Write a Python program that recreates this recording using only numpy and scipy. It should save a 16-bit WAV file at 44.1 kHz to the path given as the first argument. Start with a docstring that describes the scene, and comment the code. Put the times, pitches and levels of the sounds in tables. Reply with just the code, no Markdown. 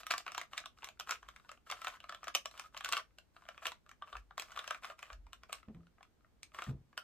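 """A plastic puzzle cube is twisted quickly by hand, close to a pair of microphones in a small furnished room.
From the start, over faint steady noise, hollow pieces crack and clack as layers catch and land: ringing modes
plus noise bursts. Between knocks the sliding layers tick (streams of dull contacts) and hiss (shaped noise).
A few dull low thumps, a sine in a bed of rumble, come mostly late on, as the clacks grow sparser.
Decaying noise adds reflections and a short room tail throughout."""
import sys
import numpy as np
from scipy import signal
from scipy.fft import rfft, irfft, next_fast_len
from scipy.io import wavfile
from scipy.ndimage import uniform_filter1d

SR = 44100
rng = np.random.default_rng(int(sys.argv[2]) if len(sys.argv) > 2 else 0)


def wav_record(signal):
    """Record a signal, one row per channel, as 16-bit PCM in the file named by sys.argv[1]."""
    frames = np.transpose(np.atleast_2d(signal))
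    bounded = np.clip(frames, -1, 1)
    # unit amplitude maps onto the largest positive 16-bit level
    quanta = np.round(bounded * 32767).astype(np.int16)
    wavfile.write(sys.argv[1], SR, quanta)


N = 310023

# plastic faces rubbing or slipping free, relative spectrum: freq_hz, density_db_per_hz
RUB_SPECTRUM = [(500, -2.5), (1300, -1), (5500, 7), (7800, 2.5), (13500, -2.5), (15700, -15)]


def from_db(db):
    """Decibels to gain."""
    return 10 ** (np.asarray(db) / 20)


def rms_one(x):
    """Scale to an rms of 1."""
    return x / np.sqrt(np.mean(x ** 2) + 1e-20)


def at_hz(points, hz):
    """Read a table on a log-frequency axis."""
    freqs_hz, values = np.transpose(points)
    return np.interp(np.log(np.maximum(hz, 1)), np.log(freqs_hz), values)


def add(out, start_s, sound):
    """Mix a sound into the stereo buffer at start_s."""
    at = int(np.clip(round(start_s * SR), 0, N))
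    out[:, at:at + sound.shape[1]] += sound[:, :N - at]


def swell_and_fade(age):
    """An envelope that peaks at age 1 and then dies away."""
    return age * np.exp(1 - age)


def coloured_noise(spectrum, size):
    """Coloured noise from one direction: the same at both microphones, rms 1."""
    hz = np.arange(size // 2 + 1) * SR / size
    white = rfft(rng.standard_normal((1, size)))
    return rms_one(irfft(white * from_db(at_hz(spectrum, hz)), size))


def diffuse_noise(spectrum, size, mic_gap_s=0.00013, most_alike=0.29):
    """Coloured noise from all sides, rms 1: partly alike at both mics in the bass, unrelated in the treble."""
    hz = np.arange(size // 2 + 1) * SR / size
    alike = most_alike * np.sinc(2 * hz * mic_gap_s)
    mid, side = rfft(rng.standard_normal((2, size)))
    pair = np.sqrt(1 + alike) * mid + np.sqrt(1 - alike) * side * np.array([[1], [-1]])
    return rms_one(irfft(pair * from_db(at_hz(spectrum, hz)), size))


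def room_noise(level_db=-71.5):
    """Steady diffuse noise, strongest in the bass."""
    # relative spectrum: freq_hz, density_db_per_hz
    floor_spectrum = [(25, -16), (52, 3), (100, -10), (250, -12.5), (600, -21.5), (1300, -25.5),
                      (3000, -32.5), (13500, -42.5)]
    return from_db(level_db) * diffuse_noise(floor_spectrum, 2 * next_fast_len(N // 2 + 1))[:, :N]


def room(x, early_db=-15.5, early_t60_s=0.15, late_db=-6.0, late_t60_s=0.15, onset_s=0.00052,
         size=16384, poses=32):
    """Hands and chest reflect at once, then the room's short tail dies away; both shift as the cube moves."""
    # relative echo spectrum: freq_hz, level_db
    echo_colour = [(650, 5.5), (900, -3), (1220, 1), (1950, 2.5), (3000, 3), (13500, 2)]
    t = np.arange(size) / SR
    onset = 1 - np.exp(-(t / onset_s) ** 2)
    out = np.zeros((2, N))
    for pose in np.array_split(np.arange(N), poses):
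        # quick reflections come from the cube's own direction, the tail from all sides
        early = rms_one(coloured_noise(echo_colour, size) * from_db(-60 * t / early_t60_s) * onset)
        late = rms_one(diffuse_noise(echo_colour, size) * from_db(-60 * t / late_t60_s) * onset)
        reflections = signal.fftconvolve(x[:, pose], early, axes=1)
        tail = signal.fftconvolve(x[:1, pose], late, axes=1)
        add(out, pose[0] / SR, from_db(early_db) * reflections)
        add(out, pose[0] / SR, from_db(late_db) * tail)
    return out / np.sqrt(size)


def thumps(ring_db=-3, rumble_db=-3, low_hz=42, reach=1.18, side_db=-16, size=32768):
    """Each thump swells and fades around one low pitch, in a bed of rumble."""
    # dull low thumps: start_s, level_db, pitch_hz, swell_s
    thump_events = [(1.211, -64, 53.2, 0.036), (4.126, -56, 50, 0.052), (5.118, -51, 48, 0.057),
                    (5.678, -48, 216.3, 0.014), (5.735, -53, 169, 0.031), (6.669, -38, 134.6, 0.027)]
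    out, t = np.zeros((2, N)), np.arange(size) / SR
    for start_s, level_db, pitch_hz, swell_s in thump_events:
        edges_hz = [low_hz, max(reach * pitch_hz, low_hz + 10)]
        band = signal.butter(2, edges_hz, "band", fs=SR, output="sos")
        # the first half is the filter settling
        mid, side = rms_one(signal.sosfilt(band, rng.standard_normal((2, 2 * size)))[:, size:])
        rumble = mid + from_db(side_db) * side * np.array([[1], [-1]])
        ring = rms_one(np.sin(2 * np.pi * pitch_hz * t))
        body = from_db(ring_db) * ring + from_db(rumble_db) * rumble
        add(out, start_s, from_db(level_db) * body * swell_and_fade(t / swell_s))
    return out


def friction(times_s, idle_db=-89):
    """How hard the layers rub at these times, in dB; between turns the fingers only shift their grip."""
    # layers sliding over each other: start_s, end_s, friction_db
    turns = [(0, 0.014, -51.5), (0.092, 0.22, -62), (0.241, 0.457, -73.5), (0.512, 0.62, -66.5),
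             (0.769, 0.885, -72), (1.069, 1.162, -60.5), (1.193, 1.582, -77), (1.663, 1.972, -64.5),
             (2.025, 2.286, -76.5), (2.519, 2.678, -66.5), (2.729, 2.909, -71.5), (2.916, 3, -56.5),
             (3.341, 3.624, -76.5), (3.619, 3.683, -60), (4.062, 4.205, -71.5), (4.382, 4.786, -67),
             (4.822, 4.923, -62), (4.981, 5.147, -70.5), (5.49, 5.606, -70), (6.538, 6.711, -63)]
    friction_db = np.full(len(times_s), float(idle_db))
    for start_s, end_s, turn_db in turns:
        friction_db[(times_s > start_s) & (times_s < end_s)] = turn_db
    return friction_db


def swish(level_db=-5.0, ease_s=0.018):
    """The faces of the layers hiss softly against each other, easing in and out of every turn."""
    speed = uniform_filter1d(from_db(friction(np.arange(N) / SR)), int(ease_s * SR))
    hiss = coloured_noise(RUB_SPECTRUM, 2 * next_fast_len(N // 2 + 1))[:, :N]
    return from_db(level_db) * speed * hiss


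def contact(treble_db, rise_cycles=0.34, split_hz=2500, cushion_db=-14, cushion_hz=4000,
            ear_db=1, shade_db=1.33, detune=0.07, uneven_db=4, size=1100):
    """One plastic knock as ringing modes, rms 1 over its first 3 ms; every piece and spot rings differently."""
    # modes of a hollow piece, nominal: pitch_hz, level_db, t60_s
    modes = [(335, -22.5, 0.01), (678, -17.5, 0.022), (1182, -9.5, 0.029), (1336, -9.5, 0.018),
             (1602, -11, 0.015), (2453, 2.5, 0.0062), (2755, 1, 0.0065), (3370, -1.5, 0.01),
             (4010, -3, 0.0057), (5400, 2, 0.0054), (6450, -1, 0.0036), (7830, -4.5, 0.004),
             (9630, -4, 0.0022), (13400, -13.5, 0.0033)]
    hz, level_db, t60_s = np.transpose(modes)[:, :, None]
    pitch, strength, phase, pan = rng.standard_normal((4, len(hz), 1))
    sides, t = np.array([-1, 1])[:, None, None], np.arange(size) / SR
    height = np.tanh(2 * np.log(hz / split_hz))   # toward -1 for body modes, +1 for treble modes

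    # modes far from the split keep their pitch best; wall modes near it vary most
    hz = hz * np.exp(detune * pitch * (2 - height ** 2))
    level_db = level_db + uneven_db * strength

    # a harder, shorter contact feeds the high modes more
    energy = from_db(2 * level_db) * t60_s
    treble_energy = np.sum(energy * np.maximum(height, 0))
    body_energy = np.sum(energy * np.maximum(-height, 0))
    balance_db = 10 * np.log10(treble_energy / body_energy)
    tilt_db = (treble_db - balance_db) * height / 2
    # a knock cushioned by the fingers loses its very top as well
    tilt_db = tilt_db + min(treble_db - cushion_db, 0) * np.maximum(np.log(hz / cushion_hz), 0)

    # each mode radiates its own way, and the hands shade the treble on the left
    side_db = (ear_db * pan + shade_db * height) * sides
    # low modes take longer to swell, so the tick leads the knock
    swell = 1 - np.exp(-(t * hz / rise_cycles) ** 2)
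    gain = from_db(level_db + tilt_db + side_db - 60 * t / t60_s)
    sound = (gain * swell * np.sin(2 * np.pi * (hz * t + phase))).sum(axis=1)
    return sound / np.sqrt(np.mean(sound[:, :SR // 333] ** 2))


def sliding(level_db=-1, spread_db=6, treble_db=-21, treble_spread_db=5, light_db=-68,
            most_slips_per_s=480, candidates=5000, pieces=60):
    """Edges catch and slip as a layer turns: a stream of dull, uneven ticks from many pieces."""
    out = np.zeros((2, N))
    ticks = [contact(treble_db + treble_spread_db * luck) for luck in rng.standard_normal(pieces)]
    times_s, chance = rng.random((2, candidates))
    times_s = times_s * N / SR
    friction_db = friction(times_s)
    uneven = np.minimum(rng.exponential(1, candidates) - 1, np.sqrt(3))
    ticks_db = friction_db + level_db + spread_db * uneven
    # under a light touch the same energy comes as fewer, separate ticks
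    busy = np.minimum(from_db(2 * (friction_db - light_db)), 1)
    kept = chance < busy * most_slips_per_s * N / SR / candidates
    for k in np.flatnonzero(kept):
        add(out, times_s[k], from_db(ticks_db[k]) / np.sqrt(busy[k]) * ticks[k % pieces])
    return out


def crack(fade_s=0.0006, size=384):
    """The dry, noisy split second in which an edge slips free."""
    return coloured_noise(RUB_SPECTRUM, size) * swell_and_fade(np.arange(size) / SR / fade_s)


def knocks(start_s, level_db, treble_db, gap_s, step_db, count):
    """A run of unevenly spaced knocks, weaker with distance from start_s; a negative gap places them before."""
    delays_s = np.cumsum(gap_s * (.5 + rng.random(count)))
    return [(start_s + delay_s, from_db(level_db + step_db * k) * contact(treble_db))
            for k, delay_s in enumerate(delays_s)]


def clacks(trim_db=-10, hardness_db=10, catch_s=.0012, crack_db=0, crack_follows=0.85,
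           run_up_db=-17, run_up_s=0.0016, step_db=-1.5, rebound_db=-8, rebound_s=.0018,
           rattle_db=-15, rattle_s=.008, loosening=0.21, firm_db=-66):
    """An edge scuffs ever harder, cracks free, lands and rebounds; harder rubbing makes neighbours rattle more."""
    # a layer catches or lands, before the offsets above: start_s, level_db, treble_db (relative to level)
    clack_events = [(0.032, -38, -25), (0.066, -29, -13.5), (0.106, -21.5, -21), (0.109, -20, -11),
                    (0.118, -26, -11), (0.137, -21.5, -26), (0.179, -28, -5), (0.264, -29.5, -28.5),
                    (0.278, -28.5, -27), (0.318, -34, -17), (0.347, -28, -21), (0.378, -23, -18),
                    (0.413, -28.5, -20.5), (0.532, -32.5, -23), (0.577, -24, -12.5), (0.638, -41, -43),
                    (0.657, -32.5, -17.5), (0.821, -44, -28), (0.829, -36, -31), (0.843, -31.5, -6),
                    (0.871, -41.5, -15), (0.887, -36.5, -17.5), (0.997, -27, -6), (1.007, -30.5, -19),
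                    (1.072, -36.5, -28), (1.092, -26.5, -21), (1.108, -22.5, -11.5), (1.119, -25, -26),
                    (1.13, -41, -13), (1.228, -41, -27), (1.286, -35.5, -18.5), (1.361, -40, -20.5),
                    (1.491, -37, -23.5), (1.515, -36.5, -18), (1.699, -28, -23), (1.712, -28.5, -11),
                    (1.721, -27, -32), (1.816, -33, -18.5), (1.845, -28, -18), (1.869, -24.5, -25),
                    (1.88, -30.5, -15), (2.002, -41, -20), (2.04, -37.5, -29), (2.093, -29, -25.5),
                    (2.123, -33.5, -26), (2.146, -35, -20), (2.23, -35, -31), (2.241, -36, -15),
                    (2.27, -32, -30), (2.28, -26, -19.5), (2.3487, -16.5, -8.5), (2.353, -20, -11.5),
                    (2.456, -26, -14), (2.511, -45, -12), (2.576, -42, -10), (2.595, -30.5, -15.5),
                    (2.745, -37.5, -28), (2.766, -33.5, -20.5), (2.774, -34, -3), (2.807, -32, -22),
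                    (2.845, -24.5, -11.5), (2.857, -27, -18), (2.879, -36.5, -21), (2.888, -27, -12),
                    (2.923, -21.5, -11), (2.931, -19, -19.5), (2.967, -22, -23), (2.975, -30.5, -9.5),
                    (3.184, -41, -13), (3.364, -41.5, -31.5), (3.421, -49, -48), (3.487, -31.5, -27.5),
                    (3.577, -38.5, -29.5), (3.654, -23, -22), (3.667, -22.5, -14.5), (3.718, -33.5, -21.5),
                    (3.862, -49.5, -27), (3.891, -45, -13), (3.913, -41.5, -17), (4.021, -30.5, -37.5),
                    (4.073, -47, -45), (4.127, -34, -31.5), (4.152, -31, -41), (4.167, -37, -23),
                    (4.308, -41, -44), (4.378, -25.5, -20), (4.396, -26.5, -10), (4.42, -33.5, -13.5),
                    (4.518, -39, -19), (4.561, -35, -23), (4.573, -28, -27), (4.59, -28, -17.5),
                    (4.641, -36, -23), (4.676, -29.5, -15.5), (4.707, -22.5, -24), (4.745, -32.5, -23),
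                    (4.834, -39, -20), (4.844, -31, -23.5), (4.851, -37.5, -14), (4.899, -34.5, -35),
                    (4.99, -40.5, -17), (5.027, -33, -21.5), (5.101, -36, -42), (5.129, -40.5, -18),
                    (5.266, -48.5, -27), (5.33, -36, -14), (5.433, -40.5, -22), (5.494, -40.5, -32.5),
                    (5.527, -25.5, -11), (5.629, -45.5, -31), (5.684, -52, -33), (5.746, -53.5, -24),
                    (5.982, -53, -44), (6.007, -46, -36), (6.028, -44.5, -19), (6.245, -53, -42),
                    (6.43, -36.5, 0.5), (6.545, -37.5, -24), (6.587, -28, -30), (6.62, -29.5, -26.5),
                    (6.638, -42, 2), (6.928, -51, -31), (6.976, -25, -19)]
    out = np.zeros((2, N))
    for start_s, level_db, treble_db in clack_events:
        start_s = start_s + catch_s
        level_db = level_db + trim_db
        treble_db = treble_db + hardness_db
        loose_db = level_db + loosening * (friction(np.array([start_s]))[0] - firm_db)
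        add(out, start_s, from_db(level_db) * contact(treble_db))
        # duller knocks crack less
        add(out, start_s, from_db(level_db + crack_db + crack_follows * min(treble_db, 0)) * crack())
        run_up = knocks(start_s, loose_db + run_up_db, treble_db, -run_up_s, step_db, count=4)
        rebound = knocks(start_s, loose_db + rebound_db, treble_db, rebound_s, step_db, count=2)
        rattle = knocks(start_s, loose_db + rattle_db, treble_db, rattle_s, step_db, count=3)
        for at_s, sound in run_up + rebound + rattle:
            add(out, at_s, sound)
    return out


def scene(low_edge_hz=480):
    """The cube, too small to radiate bass, is turned in the room."""
    high_pass = signal.butter(2, low_edge_hz, "high", fs=SR, output="sos")
    cube = signal.sosfilt(high_pass, clacks() + sliding() + swish())
    return room_noise() + room(cube) + thumps() + cube


def record(dry, cutoff_hz=17000):
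    """The left leads ever more toward the treble, swinging the pair in and out of phase; the top is cut steeply."""
    # left channel's lead over the right: freq_hz, lead_rad
    lead_points = [(0, 0), (4400, 1), (6300, 4.35), (15700, 15.7)]
    size, sides = 2 * next_fast_len(N), np.array([[1], [-1]])
    left, right = rfft(dry, size)
    lead_rad = np.interp(np.arange(size // 2 + 1) * SR / size, *np.transpose(lead_points))
    # high up, wherever the channels are exactly in or out of phase, both carry the same sound
    apart = np.abs(np.sin(np.maximum(lead_rad, 3 * np.pi / 2)))
    narrowed = ((left + right) + (left - right) * apart * sides) / 2
    pair = irfft(narrowed * np.exp(.5j * lead_rad * sides), size)[:, :N]
    return signal.sosfilt(signal.cheby2(14, 70, cutoff_hz, fs=SR, output="sos"), pair)


dry = scene()
out = record(dry)
wav_record(out)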